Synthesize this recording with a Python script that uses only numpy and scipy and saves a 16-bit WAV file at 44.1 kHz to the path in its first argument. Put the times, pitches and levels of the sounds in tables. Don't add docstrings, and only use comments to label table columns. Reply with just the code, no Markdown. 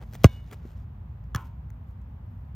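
import sys
import numpy as np
from scipy import signal
from scipy.fft import rfft, irfft, next_fast_len
from scipy.io import wavfile

SR = 44100
rng = np.random.default_rng(int(sys.argv[2]) if len(sys.argv) > 2 else 0)


def unload_wav(signal):
    wavfile.write(
        sys.argv[1],
        SR,
        np.round(np.clip(np.atleast_2d(signal).T, -1, 1) * 32767).astype(np.int16),
    )


N = 112454

# freq_hz, density_db (per Hz)
RUMBLE_SPECTRUM = [(22, -45.5), (38, -17.5), (55, 4), (75, 0), (120, -3), (165, -12), (230, -17.5),
                   (310, -30.5), (450, -38), (900, -47), (3000, -76.5)]
AIR_SPECTRUM = [(150, 2.5), (450, -0.5), (900, 3), (1400, -5), (2500, -14), (3300, -19), (4500, -27),
                (8000, -35.5), (10500, -41), (13500, -23.5), (16000, -34)]
RUMBLE_DB, AIR_DB = -40, -60.5

# freq_hz, density_db (per Hz)
RUSTLE_SPECTRUM = [(400, 2.5), (2500, -4), (4500, -9.5), (6200, -10.5), (9000, -13), (13000, -7.5),
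                   (16000, -24)]
# start_s, length_s, level_db, tilt_db (per octave)
RUSTLE_EVENTS = [(0, 0.29, -67, 1), (0.13, 0.18, -59.5, -1.5), (0.243, 0.18, -59, -0.5),
                 (0.391, 0.22, -65, -0.5), (0.525, 0.2, -63, -3), (0.631, 0.13, -65, 0),
                 (0.719, 0.14, -68.5, -0.5), (1.383, 0.05, -63, 7), (1.433, 0.059, -65, 3.5),
                 (1.466, 0.076, -83, 1), (1.865, .07, -75.5, 5.5), (2.206, .35, -83.5, 8.5)]

# freq_hz, density_db (per Hz)
GRASS_SPECTRUM = [(150, -4), (450, 3), (1200, -1.5), (2500, -5.5), (4500, -13.5), (6500, -14.5),
                  (9000, -10.5), (13000, -14), (16000, -16.5)]
# start_s, length_s, level_db, tilt_db (per octave)
SCUFF_EVENTS = [(0, .048, -51, -2), (0.123, .044, -49.5, 0), (0.505, 0.047, -48, -1)]
# start_s, level_db
SNAP_EVENTS = [(.135, -42), (.1435, -41.5), (.1538, -41), (0.162, -46), (.5345, -49), (0.5436, -55),
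               (.799, -66), (1.2406, -59.5), (1.7031, -48), (2.0165, -61.5)]
# freq_hz, density_db (per Hz)
SNAP_SPECTRUM = [(500, -13.5), (1800, 7.5), (3000, -9.5), (6000, 1.5), (9000, -8), (15000, -3.5)]
# start_s, level_db
STEP_EVENTS = [(0.144, -41), (0.518, -47), (0.65, -35.5)]
# freq_hz, density_db (per Hz)
STEP_SPECTRUM = [(60, 3.5), (200, 18.5), (550, 3.5), (850, -13.5), (2500, -24), (12000, -77)]
SNAP_T60_S, STEP_T60_S, STEP_ATTACK_S = .00777, .04, .002

# start_s, ring_db, crack_db
FRAME_BLOWS = [(1.3483, -21, -24.5), (1.3599, -29, -27)]
# freq_hz, level_db, t60_s
FRAME_MODES = [(878, -31, .35), (921, -27.5, .58), (985, -26, .44), (1032, -23.5, .34), (1092, -23, .27),
               (1170, -4, .035), (1230, -2, .03), (1295, -22, .22), (1384, -27, .3), (1464, -26, .25),
               (1724, -2.5, .024), (1950, -9, .02), (2277, -32, .32), (2830, -27, .06), (3350, -3, .013),
               (4150, -15, .01), (5700, -7, .007)]
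# freq_hz, density_db (per Hz)
CRACK_SPECTRUM = [(400, -24), (1000, -15.5), (1500, -6), (2400, -1), (3400, -1.5), (4600, -2), (5700, 3),
                  (8000, -7), (11000, 0), (13500, -5), (16000, -11)]
# freq_hz, density_db (per Hz)
CLANG_SPECTRUM = [(150, -3), (300, 0), (600, -11), (800, -1.5), (1020, 5), (1250, -7), (1600, -7),
                  (2200, -15), (3000, -13), (4000, -26), (15000, -31)]
BAR_S, REBOUND_DB, REBOUND_ATTACK_S = 1.3486, -20.5, .0086
CRACK_T60_S, CRACK_ATTACK_S, PRESS_S = .0081, .00028, .00151
CLANG_DB, CLANG_T60_S, CLANG_ATTACK_S = -41, .33, .0048

# freq_hz, density_db (per Hz)
SLAP_SPECTRUM = [(200, -2.5), (420, 2.5), (690, 3), (900, -7), (1200, -4), (1750, -10), (2800, -5),
                 (4500, -8), (6400, -9.5), (8000, -10), (13000, -8), (15500, -13)]
# start_s, level_db, t60_s, tilt_db (per octave)
SLAP_CONTACTS = [(0.2354, -35, 0.06, -0.5), (0.2433, -9, 0.012, -1.5), (0.2497, -21.5, 0.062, -4),
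                 (0.2556, -26.5, .013, .5)]
# freq_hz, level_db, t60_s
SKIN_MODES = [(1098.6, -6.5, 0.033), (1210, 0, 0.021), (1451, -10.5, .04), (1630, -15.5, .045),
              (2095, -8, .025), (2374, -3, 0.0091), (2790, -4.5, 0.014), (6427, -6.5, 0.012)]
# freq_hz, level_db, t60_s, swells_per_s, crest_s
AIR_MODES = [(1007, -2, .45, 8, .292), (1615, 0, .3, 10, .272), (2223, -2, .65, 10, .298),
             (2923, 4, .75, 6, .375), (3580, -5, .65, 7.5, .32), (3795, -12, .6, 8, .305),
             (4215, -11, .45, 9, .275)]
KICK_S, KICK_DB, KICK_ATTACK_S = .24385, -1.2, .0017
SKIN_DB, BALL_DB, SPIN_DEPTH, FLY_OFF_S = -10.5, -55, .52, .28
THUMP_END_HZ, THUMP_DROP_HZ, THUMP_SAG_HZ = 36.8, 906, 127.4
THUMP_DROP_S, THUMP_SAG_S = .00165, .0189
THUMP_HOLD_S, THUMP_T60_S = .0165, .034

# freq_hz, lead_rad
PORT_LEAD = [(0, 0), (1500, .17), (3300, .65), (4300, .5), (5200, .1), (7300, 1.5), (9900, 3.1),
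             (11500, 3.7), (14700, 6.1), (16500, 6.2)]
CEILING, TOP_HZ = 1, 15900


def undb(db):
    return 10 ** (np.asarray(db) / 20)


def since(start):
    return np.maximum(np.arange(N) / SR - start, 0)


def fade(t, t60):
    return np.exp(-np.log(1000) * t / t60)


def noise():
    return rng.standard_normal(N)


def colour(x, points, tilt_db=0):
    hz, db = np.array(points).T
    size = 2 * next_fast_len(N)
    octave = np.log2(np.maximum(np.fft.rfftfreq(size, 1 / SR), 1))
    tilt = tilt_db * np.maximum(octave, np.log2(hz[0]))
    gain = undb(np.interp(octave, np.log2(hz), db) + tilt)
    cepstrum = irfft(np.log(gain / np.sqrt(np.mean(gain ** 2))))
    cepstrum[1:size // 2] *= 2
    cepstrum[size // 2 + 1:] = 0
    return irfft(rfft(x, size) * np.exp(rfft(cepstrum)))[:N]


def burst(start, t60, attack=.0003):
    t = since(start)
    return np.sign(noise()) * np.minimum(t / attack, 1) * fade(t, t60)


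def ring(start, modes):
    t = since(start)
    return sum(undb(db) * np.sin(2 * np.pi * hz * t) * fade(t, t60) for hz, db, t60 in modes)


def crackle(start, length, grain):
    clusters = np.repeat(rng.standard_normal(N // 50 + 1), 50)[:N]
    grains = noise() * np.exp(grain * np.clip(clusters, -2, 2))
    swell = np.abs(np.sin(np.pi * np.minimum(since(start) / length, 1)))
    return swell * grains / np.std(grains)


def field():
    rumble = undb(RUMBLE_DB) * colour(noise(), RUMBLE_SPECTRUM)
    hiss = np.array([colour(noise(), AIR_SPECTRUM) for _ in range(2)])
    return rumble + undb(AIR_DB) * hiss


def rustle():
    return sum(undb(db) * colour(crackle(start, length, grain=.54), RUSTLE_SPECTRUM, tilt_db)
               for start, length, db, tilt_db in RUSTLE_EVENTS)


def feet():
    scuffs = sum(undb(db) * colour(crackle(start, length, grain=1.0), GRASS_SPECTRUM, tilt_db)
                 for start, length, db, tilt_db in SCUFF_EVENTS)
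    snaps = sum(undb(db) * burst(start, SNAP_T60_S) for start, db in SNAP_EVENTS)
    steps = sum(undb(db) * burst(start, STEP_T60_S, STEP_ATTACK_S) for start, db in STEP_EVENTS)
    return scuffs + colour(snaps, SNAP_SPECTRUM) + colour(steps, STEP_SPECTRUM)


def thump(start, attack):
    t = since(start)
    drop = THUMP_DROP_HZ * np.exp(-t / THUMP_DROP_S)
    sag = THUMP_SAG_HZ * np.exp(-t / THUMP_SAG_S)
    hz = THUMP_END_HZ + drop + sag
    swing = -np.sin(2 * np.pi * np.cumsum(hz * (t > 0)) / SR)
    decay = fade(np.maximum(t - THUMP_HOLD_S, 0), THUMP_T60_S)
    return swing * np.minimum(t / attack, 1) * decay


def goal():
    rebound = undb(REBOUND_DB) * thump(BAR_S, REBOUND_ATTACK_S)
    clang = undb(CLANG_DB) * colour(burst(BAR_S, CLANG_T60_S, CLANG_ATTACK_S), CLANG_SPECTRUM)
    out = rebound + clang
    for start, ring_db, crack_db in FRAME_BLOWS:
        contact = start - PRESS_S
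        press = np.minimum(since(contact) / PRESS_S, 1) ** 2
        crack = colour(burst(start, CRACK_T60_S, CRACK_ATTACK_S), CRACK_SPECTRUM)
        out = out + undb(ring_db) * press * ring(contact, FRAME_MODES) + undb(crack_db) * crack
    return out


def ping():
    t = np.arange(N) / SR
    modes = 0
    for hz, db, t60, rate, crest in AIR_MODES:
        spin = 1 + SPIN_DEPTH * np.cos(2 * np.pi * rate * (t - crest))
        modes = modes + spin * ring(KICK_S, [(hz, db, t60)])
    return modes / (1 + (since(KICK_S) / FLY_OFF_S) ** 6)


def kick():
    slap = sum(undb(db) * colour(burst(start, t60), SLAP_SPECTRUM, tilt_db)
               for start, db, t60, tilt_db in SLAP_CONTACTS)
    body = undb(KICK_DB) * thump(KICK_S, KICK_ATTACK_S)
    skin = -undb(SKIN_DB) * ring(KICK_S, SKIN_MODES)
    return body + slap + skin + undb(BALL_DB) * ping()


def ports(x):
    lead = np.interp(np.fft.rfftfreq(N, 1 / SR), *np.array(PORT_LEAD).T)
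    right = irfft(rfft(x) * np.exp(-1j * lead), N)
    return np.array([x, right])


def scene():
    return field() + ports(rustle() + feet() + goal() + kick())


def record(dry):
    rounded = dry / (1 + (dry / CEILING) ** 6) ** (1 / 6)
    lowpass = signal.ellip(8, .1, 60, TOP_HZ, fs=SR, output="sos")
    return signal.sosfiltfilt(lowpass, rounded)


dry = scene()
out = record(dry)
unload_wav(out)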